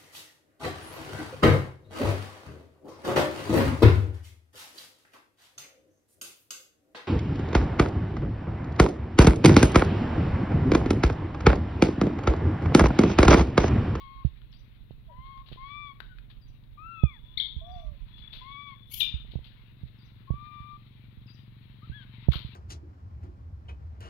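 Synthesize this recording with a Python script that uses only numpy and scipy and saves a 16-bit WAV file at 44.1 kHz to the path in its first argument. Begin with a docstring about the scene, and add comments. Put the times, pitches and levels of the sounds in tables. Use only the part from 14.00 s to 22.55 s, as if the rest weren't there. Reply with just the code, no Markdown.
"""An orchard through two microphone ports: the left is open, a hand covers the right and muffles it.
From the start monkeys coo in bent arches, dry leaves crackle underfoot, the canopy rustles and an engine
idles far off as pulses in a pipe. The grip rumbles on the covered port and fingers bump the case.
Twigs snap as short rings, then small birds sing gliding tones and squeaks pass; near 2.9 s an insect buzzes.
From 3.4 s monkeys yelp and squeal in fluttering partials with breath; the engine is nearest at the end."""
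import sys
import numpy as np
from scipy import signal
from scipy.fft import rfft, irfft, next_fast_len
from scipy.io import wavfile
from scipy.ndimage import uniform_filter1d, map_coordinates

SR = 44100
rng = np.random.default_rng(int(sys.argv[2]) if len(sys.argv) > 2 else 0)


def decibels_to_gain(level_db):
    """Convert a level in decibels to a linear amplitude gain (20 dB per decade)."""
    exponent = np.asarray(level_db, float) / 20
    return 10 ** exponent


def generate_wav(sig):
    """Save sig (samples, or channels by samples) to the path in sys.argv[1] as 16-bit PCM at SR."""
    pcm = np.round(np.clip(np.atleast_2d(sig).T, -1, 1) * 32767).astype(np.int16)
    wavfile.write(sys.argv[1], SR, pcm)


N = 377055
TIME = np.arange(N) / SR

# Colours of dry leaves underfoot, in low, middle and treble bands: (frequency [Hz], relative level [dB per Hz])
LEAF_BANDS = [
    [(700, -9.5), (1100, 15), (1900, 13.5), (2300, -36)],
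    [(1700, -10.5), (2200, -1.5), (3600, 9), (4400, 1.5), (5200, -20), (7000, -37.5), (8000, -72.5)],
    [(7500, -27.5), (10000, 14.5), (13000, 32.5), (16000, -14.5)],
]


def unit(x):
    """Scales a signal to rms 1."""
    return x / np.sqrt(np.mean(x ** 2) + 1e-20)


def along(points, hz):
    """Interpolates (Hz, value) points on a log frequency axis."""
    f, v = np.transpose(points)
    return np.interp(np.log(hz + 1), np.log(f + 1), v)


def curves(rows, t=TIME):
    """Gives one value per sample for each column after the time."""
    s, *cols = np.transpose(rows)
    return [np.interp(t, s, c) for c in cols]


def wobble(rate, size=N):
    """Draws a smooth random curve with rate knots a second, at most 2000."""
    knots = rng.standard_normal(int(size * 2000 / SR) + 9)
    return map_coordinates(knots, [np.arange(size) * min(rate, 2000) / SR])


def filtered(x, response):
    """Multiplies the spectrum of x by a response of frequency."""
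    m = next_fast_len(N + 8192)
    return irfft(rfft(x, m) * response(np.fft.rfftfreq(m, 1 / SR)), m)[..., :N]


def noise(spectrum):
    """Makes noise of rms 1 with the given colour."""
    return unit(filtered(rng.standard_normal(N), lambda hz: decibels_to_gain(along(spectrum, hz))))


def patchy(x, patchy_db):
    """Varies the gain in random patches of time and frequency."""
    z = signal.stft(x, nperseg=1024)[2]
    field = uniform_filter1d(rng.standard_normal(z.shape), 7, 0)
    field = uniform_filter1d(field, 9, 1)
    return signal.istft(z * decibels_to_gain(patchy_db * unit(field)), nperseg=1024)[1][:N]


def notes(tables, voice, fade, glide):
    """Plays each table with a voice; the pitch rounds its corners over glide seconds."""
    out = np.zeros(N + SR)
    for rows in tables:
        start, end = rows[0][0], rows[-1][0] + fade
        t = np.arange(round(start * SR), round(end * SR)) / SR
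        hz, *cols = curves(rows, t)
        hz = uniform_filter1d(hz, 1 + int(glide * SR), mode="nearest")
        edge = np.clip(np.minimum(t - start + 1 / SR, end - t) / fade, 0, 1)
        phase = 2 * np.pi * np.cumsum(hz) / SR
        out[round(start * SR):][:len(t)] += edge * voice(phase, hz, *cols)
    return out[:N]


def coo(phase, hz, db, overtones_db, loss_db):
    """A clean tone with a slight tremor; the mouth colours its three overtones."""
    # Mouth: (frequency [Hz], gain on overtones [dB])
    mouth = [(1300, -1), (1900, -3), (2350, 0.5), (2750, -6), (3400, 8), (3800, 1), (4300, 7), (4750, -14),
             (5300, -28)]
    phase = phase + 0.24 * wobble(60, size=len(hz))
    levels = [db] + [db + overtones_db - loss_db * k + along(mouth, (k + 2) * hz) for k in range(3)]
    partials = [decibels_to_gain(level + wobble(40, size=len(hz))) * np.sin(k * phase) for k, level in enumerate(levels, 1)]
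    return np.sqrt(2) * sum(partials)


def arch(start, crest, end, hz, db, overtones_db, loss_db, sag, bend):
    """Effort bends up to the crest and then sags; pitch and level follow, and the mouth opens and closes."""
    rise, rise_shape = .13, 1.7  # share of pitch under the crest at the start, bend of the way up
    rise_db, sag_db = 35, 70  # level lost per share of pitch under the crest, before and after it
    opens_db, open_at = 17, 0.61  # overtone swell; share of the coo at which the mouth is widest
    t = np.linspace(max(start, 0), end, 40)
    under = rise * (np.maximum(crest - t, 0) / (crest - start)) ** rise_shape
    sagged = sag * (10 * np.maximum(t - crest, 0)) ** bend
    shut = (((t - start) / (end - start) - open_at) / open_at) ** 2
    waver = .007 * wobble(14, size=SR)[((t - t[0]) * SR).astype(int)]  # share of pitch
    fade_db = sag_db * sagged
    pitch = hz * (1 - under - sagged + waver)
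    level = db - rise_db * under - fade_db
    overtones = overtones_db - opens_db * shut + 0.61 * fade_db
    return np.transpose([t, pitch, level, overtones, loss_db + 0 * t])


def coos():
    """Arched coos of several callers, near and far, and short squeaks that swell and fade on a pitch slide."""
    # Each caller: (overtones [dB], loss per further overtone [dB], pitch share sagged 0.1 s after the crest,
    # bend of the sag), then its coos: (start [s], crest [s], end [s], crest pitch [Hz], level [dB])
    callers = [((-1.5, 12, .055, 2), [(1.57, 1.81, 1.92, 1174, -44.5), (4.41, 4.63, 4.74, 1151, -46.5)]),
               ((0, 33.5, .0158, 3.0), [(2.772, 2.89, 3.18, 1344, -46.5)]), ((-11.5, 10, .005, 0.5),
               [(-.2, .02, 0.23, 1092, -50), (1.09, 1.33, 1.42, 1085, -50), (3.2, 3.36, 4.02, 1047, -76.5),
               (3.6, 3.67, 3.9, 1168, -67), (6.272, 6.385, 6.765, 1191, -49)]), ((-30, 8, .115, 1.1),
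               [(3.61, 3.745, 3.95, 727, -48.5)]), ((-7, 19, .17, 1.4), [(7.915, 7.955, 8.04, 1702, -51)])]
    # Squeaks: (time [s], length [s], first pitch [Hz], last pitch [Hz], level [dB])
    squeak_rows = [(1.077, .055, 686, 544, -57.5), (2.086, 0.058, 1544, 1452, -55.5),
                   (7.816, 0.039, 1137, 1360, -53.5)]
    edge_drop_db, overtones_db, loss_db = 7.5, -22, 9
    arches = [arch(*row, *voice) for voice, rows in callers for row in rows]
    squeaks = [[(s + length * u, first + (last - first) * u, db - edge_drop_db * abs(2 * u - 1),
                 overtones_db, loss_db) for u in (0, .5, 1)]
               for s, length, first, last, db in squeak_rows]
    return notes(arches + squeaks, coo, fade=0.0092, glide=0.027)


def scuffs():
    """Feet in dry leaves set off bursts of rough noise in three bands that die away."""
    # Scuffs: (time [s], relative level [dB], t60 [s], here kept within 0.03-0.5 s for the decay,
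    # low band against the middle [dB])
    steps = [(0.0044, -44.5, 0.15, -27), (0.2494, -49, 0.14, -14), (0.5232, -47.5, 0.21, -17),
             (0.9094, -53, 0.084, -9), (1.4581, -44, 0.42, -21), (1.522, -41.5, 0.15, -10),
             (2.2985, -44, 0.16, -10), (4.1769, -42.5, 0.17, -27), (4.323, -34, 0.38, -22),
             (5.3118, -40.5, 0.16, -39.5), (5.4386, -42, 0.27, -39), (5.8744, -51, 0.15, -20),
             (8.313, -30.5, 0.64, -31.5), (8.349, -31.5, 0.11, -21.5)]
    treble_db = -27  # against the middle band
    gains, t = np.zeros((3, N + SR)), np.arange(SR // 2) / SR
    for s, db, t60, low_db in steps:
        decay = decibels_to_gain(db - 60 * t / np.clip(t60, .03, .5))
        shape = decay * (1 - np.exp(-t / (0.014 * t60)))
        gains[:, round(s * SR):][:, :len(t)] += decibels_to_gain([[low_db], [0], [treble_db]]) * shape
    grains = unit(decibels_to_gain(2.63 * wobble(500)))
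    return decibels_to_gain(-9.0) * grains * sum(g[:N] * noise(band) for g, band in zip(gains, LEAF_BANDS))


def canopy():
    """A breeze rustles the leaves overhead: coloured noise with uneven, patchy gain."""
    # Breeze: (time [s], level [dB])
    breeze = [(0, -66.5), (1.07, -70.5), (1.71, -64.5), (2.05, -71.5), (2.95, -72), (3.64, -68),
              (4.4, -61.5), (4.9, -69.5), (5.1, -63), (5.64, -65.5), (7.6, -65.5), (8.55, -57)]
    # Colour of the leaves overhead: (frequency [Hz], relative level [dB per Hz])
    colour = [(500, -55), (900, 5.5), (1400, 3), (2100, 8.5), (3000, 8), (3800, 11.5), (4400, 1),
              (5000, -14), (6000, -26.5), (7500, -69.5)]
    gusts_db = curves(breeze)[0] + 0.97 * wobble(7.6) + 1.7 * wobble(40)
    return decibels_to_gain(gusts_db) * unit(patchy(noise(colour), patchy_db=1.86))


def engine():
    """One uneven soft pulse per firing rings the exhaust; distance takes its treble."""
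    # Engine far off, drawing nearer: (time [s], level [dB])
    approach = [(0, -61.5), (4, -59.5), (7.2, -54), (8.55, -49.5)]
    # Exhaust resonances: (frequency [Hz], width [Hz], relative level [dB])
    pipe_modes = [(121.95, 16, 15), (192, 31, 1.5), (245, 50, -28.5), (350, 60, -59)]
    idle_hz, slows_hz_per_s, first_turn = 23.158, .05354, .305  # firings a second, drift, cycle share at 0 s
    turns = first_turn + (idle_hz - slows_hz_per_s * TIME / 2) * TIME
    fired = np.diff(np.floor(turns), prepend=0)
    pulses = -fired * decibels_to_gain(rng.standard_normal(N))

    def exhaust(f):
        modes = sum(decibels_to_gain(db) * 1j * f * w / (c * c - f * f + 1j * f * w) for c, w, db in pipe_modes)
        return modes / (1 + 1j * f / 300) ** 3

    return decibels_to_gain(curves(approach)[0]) * unit(filtered(pulses, exhaust))


def trees(x):
    """Trunks and canopy answer with a noise tail; each frequency dies at its own speed."""
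    # Echo among the trees: (frequency [Hz], t60 [s])
    decays = [(300, 0.53), (1200, 0.34), (3500, 0.43), (10000, 0.16)]
    hz, t, z = signal.stft(rng.standard_normal(SR // 2), SR, nperseg=256)
    tail = signal.istft(z * decibels_to_gain(-60 * t / along(decays, hz)[:, None]), SR, nperseg=256)[1]
    delayed = np.pad(x, (300, 0))  # samples
    return signal.fftconvolve(delayed, tail / np.linalg.norm(tail))[:N]


def hand():
    """Fingers tick the case and swing the sealed cavity, duller for a soft touch; the grip rumbles in lumps."""
    # Finger bumps: (time [s], swing peak [dB], relative tick level [dB], way of the first swing)
    bumps = [(.244, -8, -31, "in"), (0.904, -33, -31.5, "out"), (1.18, -31.5, -64, "in"),
             (1.512, -39, -34, "in"), (1.52, -33, -34.5, "in"), (1.556, -54, -38, "in"),
             (3.031, -3.5, -17.5, "in"), (3.559, -23.5, -67, "out"), (3.755, -32, -73, "in"),
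             (3.912, -31.5, -79, "in"), (5.135, -19.5, -71, "in"), (5.245, -44, -43, "in"),
             (5.333, -51, -35, "in"), (5.351, -17.5, -27.5, "out"), (5.386, -42, -36, "in"),
             (5.829, -24, -46, "in"), (6.3, -12.5, -25.5, "in"), (6.335, -26, -37.5, "in"),
             (6.598, -33, -63, "in"), (7.169, -34.5, -72, "out"), (7.892, -23, -49, "in"),
             (8.281, -4, -13.5, "in"), (8.352, -19.5, -32, "in"), (8.443, -25, -51, "in")]
    # Covered cavity, low and high mode: (frequency [Hz], relative level [dB], t60 [s], rise [s])
    cavity = [(65.6, 0, 0.073, 0.0078), (123.4, 0, 0.046, 0.0023)]
    # Colour of the grip's rumble: (frequency [Hz], relative level [dB per Hz])
    rumble = [(15, -0.5), (25, 9.5), (42, 16), (60, 12), (100, -10), (200, -33.5), (400, -80)]
    # The hand shifts: (time [s], half length [s], swell [dB])
    shifts = [(3.1, .12, 2.5), (3.872, 0.43, 12.5), (5.244, 0.29, 8.5), (8.371, .15, 7.5)]
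    start_db, settles_db_per_s = -45, 1.38  # the rumble calms as the hand settles
    out, t = np.zeros(N + SR), np.arange(SR // 4) / SR
    pressed = np.maximum(t - .004, 0)
    low, high = [decibels_to_gain(db - 60 * t / t60) * np.cos(2 * np.pi * hz * (t - .008))
                 * (1 - np.exp(-pressed / rise)) ** 2 for hz, db, t60, rise in cavity]
    tick = np.exp(-((t - .005) / 0.00051) ** 2)
    for s, db, tick_db, way in bumps:
        hardness = np.clip((tick_db - db + 44.5) / 22, .3, 1)
        swing = low + hardness * high
        sign = 1 if way == "in" else -1
        bump = decibels_to_gain(db) * swing / swing.max() - decibels_to_gain(tick_db + 1.0) * tick
        out[round(s * SR):][:len(t)] += sign * bump
    swells_db = sum(db * np.exp(-((TIME - s) / half) ** 2) for s, half, db in shifts)
    grip_db = start_db - settles_db_per_s * TIME + swells_db
    lumps = decibels_to_gain(2.7 * wobble(24)) * noise(rumble)
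    softened = filtered(out[:N], lambda hz: 1 / (1 + (hz / 1600) ** 4))
    return softened + decibels_to_gain(grip_db) * unit(lumps)


def twigs():
    """Twigs snap dryly: a short ring with a burst of leaf-coloured noise."""
    # Snaps: (time [s], relative level [dB], ring [Hz])
    cracks = [(0.4174, -45.5, 1430), (1.3754, -43, 1070), (1.487, -37.5, 3880), (2.0033, -26, 1514),
              (2.1851, -41, 2490), (2.6377, -50, 3960), (3.4888, -45, 3320), (4.4994, -53, 1100),
              (8.3202, -27, 2190), (8.335, -23, 1310), (8.3422, -24.5, 3210)]
    snaps, t = np.zeros(N + SR), np.arange(900) / SR
    wood = sum(decibels_to_gain(db) * noise(band) for db, band in zip((-3, 0, -20), LEAF_BANDS))
    for s, db, hz in cracks:
        i = round(s * SR)
        shape = decibels_to_gain(db - 60 * t / 0.023) * (1 - np.exp(-t / 0.00009))
        snaps[i:i + 900] += shape * (0.48 * np.sin(2 * np.pi * hz * t) + 0.31 * wood[i:i + 900])
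    return decibels_to_gain(-2.5) * snaps[:N]


def birds():
    """One bird repeats a gliding phrase, a little different each time; others peep."""
    # The phrase: (time from its start [s], pitch before variation [Hz], relative level [dB])
    song = [(0, 5600, -4), (0.016, 4630, 8.5), (0.051, 4656, 6), (.062, 5583, -14), (.075, 6250, 0.5),
            (0.096, 4490, -7)]
    # Its repeats: (time [s], relative level [dB])
    repeats = [(0.517, -73), (2.409, -74), (3.711, -75), (5.981, -76), (7.263, -71)]
    # Other birds' peeps: (time [s], pitch [Hz], level [dB])
    peeps = [
        [(3.66, 5540, -87), (3.73, 5960, -84), (3.78, 5680, -79), (3.84, 5900, -84), (3.88, 5600, -93)],
        [(7.28, 2640, -46), (7.295, 2670, -61)],
    ]
    vary = rng.standard_normal((len(repeats), len(song)))
    phrases = [[(s + t, hz * (1 + .02 * v), db + level + 3 * v) for (t, hz, level), v in zip(song, row)]
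               for (s, db), row in zip(repeats, vary)]

    def whistle(phase, hz, db):
        return decibels_to_gain(db + 5.7 * wobble(150, size=len(hz))) * np.sin(phase)

    return notes(phrases + peeps, whistle, fade=0.0033, glide=0.0083)


def insect():
    """A thin tone flutters fast; each bout climbs a little and weakens."""
    # Bouts: (time [s], length [s], level at the start [dB])
    bout_rows = [(2.922, 0.47, -52.5), (3.543, .27, -51), (4.098, 0.94, -51.5)]
    buzz_hz, climb_hz, tires_db = 3420, 60.3, 9.5

    def buzz(phase, hz, db):
        return decibels_to_gain(db) * wobble(160, size=len(hz)) * np.sqrt(2) * np.sin(phase)

    bouts = [[(s, buzz_hz, db), (s + length, buzz_hz + climb_hz, db - tires_db)]
             for s, length, db in bout_rows]
    return notes(bouts, buzz, fade=0.084, glide=.03)


def yelp(phase, hz, db, breath_db):
    """Six partials seen through the throat; each flutters, and the treble follows the breath."""
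    # Throat: (frequency [Hz], gain [dB])
    throat = [(1000, -36), (1700, -32), (2300, -5), (3000, 9), (3700, 10), (4500, -11.5), (5500, -21),
              (7500, -36), (9000, -49.5), (11000, -19), (14000, -21.5)]
    rough, treble_db = 0.3, 21  # flutter share 0-1; high partials ride this far over the breath
    out = 0
    for k in range(1, 7):
        f = k * hz
        treble = np.clip((f - 4500) / 2000, 0, 1)
        level = db + (breath_db + treble_db - db) * treble
        flutter = 1 - rough + rough * wobble(403, size=len(hz))
        out = out + decibels_to_gain(along(throat, f) + level) * flutter * np.sin(k * phase)
    return out


def monkeys():
    """Shrill voices on a rush of breath, which is coloured noise of unsteady level."""
    # Yelps and a squeal that breaks into a yelp: (time [s], pitch [Hz], level [dB], relative breath level [dB])
    yelps = [
        [(3.371, 1635, -47.5, -69.5), (3.375, 1680, -33, -71.5), (3.381, 2202, -21, -60.5),
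         (3.387, 2215, -32.5, -68.5)],
        [(3.397, 1545, -41, -76), (3.4, 1587, -24, -86), (3.408, 1928, -30.5, -82.5), (3.418, 1607, -41, -73),
         (3.424, 1770, -54.5, -74.5)],
        [(4.865, 1755, -74, -89), (4.895, 1922, -74, -70.5), (4.92, 2244, -42, -47), (4.96, 2342, -56, -45),
         (4.988, 2317, -55, -41.5), (5.005, 1913, -25.5, -38.5), (5.011, 1241, -25, -40),
         (5.022, 1190, -28.5, -50.5), (5.04, 1189, -42, -59.5)],
    ]
    # Colour of the breath: (frequency [Hz], relative level [dB per Hz])
    breath_colour = [(1500, -50), (2300, -13), (3100, 4.5), (3700, -11), (5400, -11.5), (8000, -29.5),
                     (9800, -9.5), (12000, -1.5), (15800, -11.5)]
    gain = notes(yelps, lambda *cols: decibels_to_gain(cols[-1]), fade=0.0045, glide=0)
    breath = gain * noise(breath_colour) * decibels_to_gain(4.3 * wobble(170))
    return notes(yelps, yelp, fade=0.0054, glide=0.0051) + breath


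def scene():
    """The air reaches the open left port whole and the covered right port through the hand."""
    # Passage through the hand: (frequency [Hz], gain [dB])
    cover = [(100, -2), (250, -4), (700, -20), (1200, -27), (2200, -48), (8000, -55)]
    calls, shrill, song = coos(), monkeys(), birds()
    crackle = scuffs() + twigs()
    echoes = trees(decibels_to_gain(-14) * calls + decibels_to_gain(-4.5) * shrill + decibels_to_gain(-5) * song + decibels_to_gain(-10.0) * crackle)
    air = decibels_to_gain(3.5) * (calls + shrill + song + crackle + echoes + insect() + canopy() + engine())
    muffled = filtered(air, lambda hz: decibels_to_gain(along(cover, hz)))
    return np.array([air, muffled + hand()])


def band_limit(x):
    """A steep low-pass at the top of the band."""
    return signal.sosfilt(signal.butter(12, 16230, fs=SR, output="sos"), x)


def record(dry):
    """Each microphone port adds its own steady background; the mix is cut at the band limit."""
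    # Background of the left and right port: (frequency [Hz], level [dB per Hz])
    backgrounds = [
        [(25, -89.5), (45, -87), (100, -73), (250, -90), (420, -100), (800, -105), (3000, -112), (6000, -130),
         (8000, -131), (11000, -121), (13000, -117), (15800, -116)],
        [(25, -100), (250, -91), (400, -103), (700, -107), (1200, -112), (2000, -116), (3500, -120),
         (5000, -126), (8000, -132), (11000, -129), (13000, -124), (15800, -123)],
    ]
    top_hz = 15850
    white = rng.standard_normal((2, N)) * np.sqrt(SR / 2)
    hiss = filtered(white, lambda hz: decibels_to_gain([along(port, hz) for port in backgrounds]))
    mix = filtered(dry + hiss, lambda hz: hz < top_hz)
    return band_limit(mix)


dry = scene()
out = record(dry)
generate_wav(out)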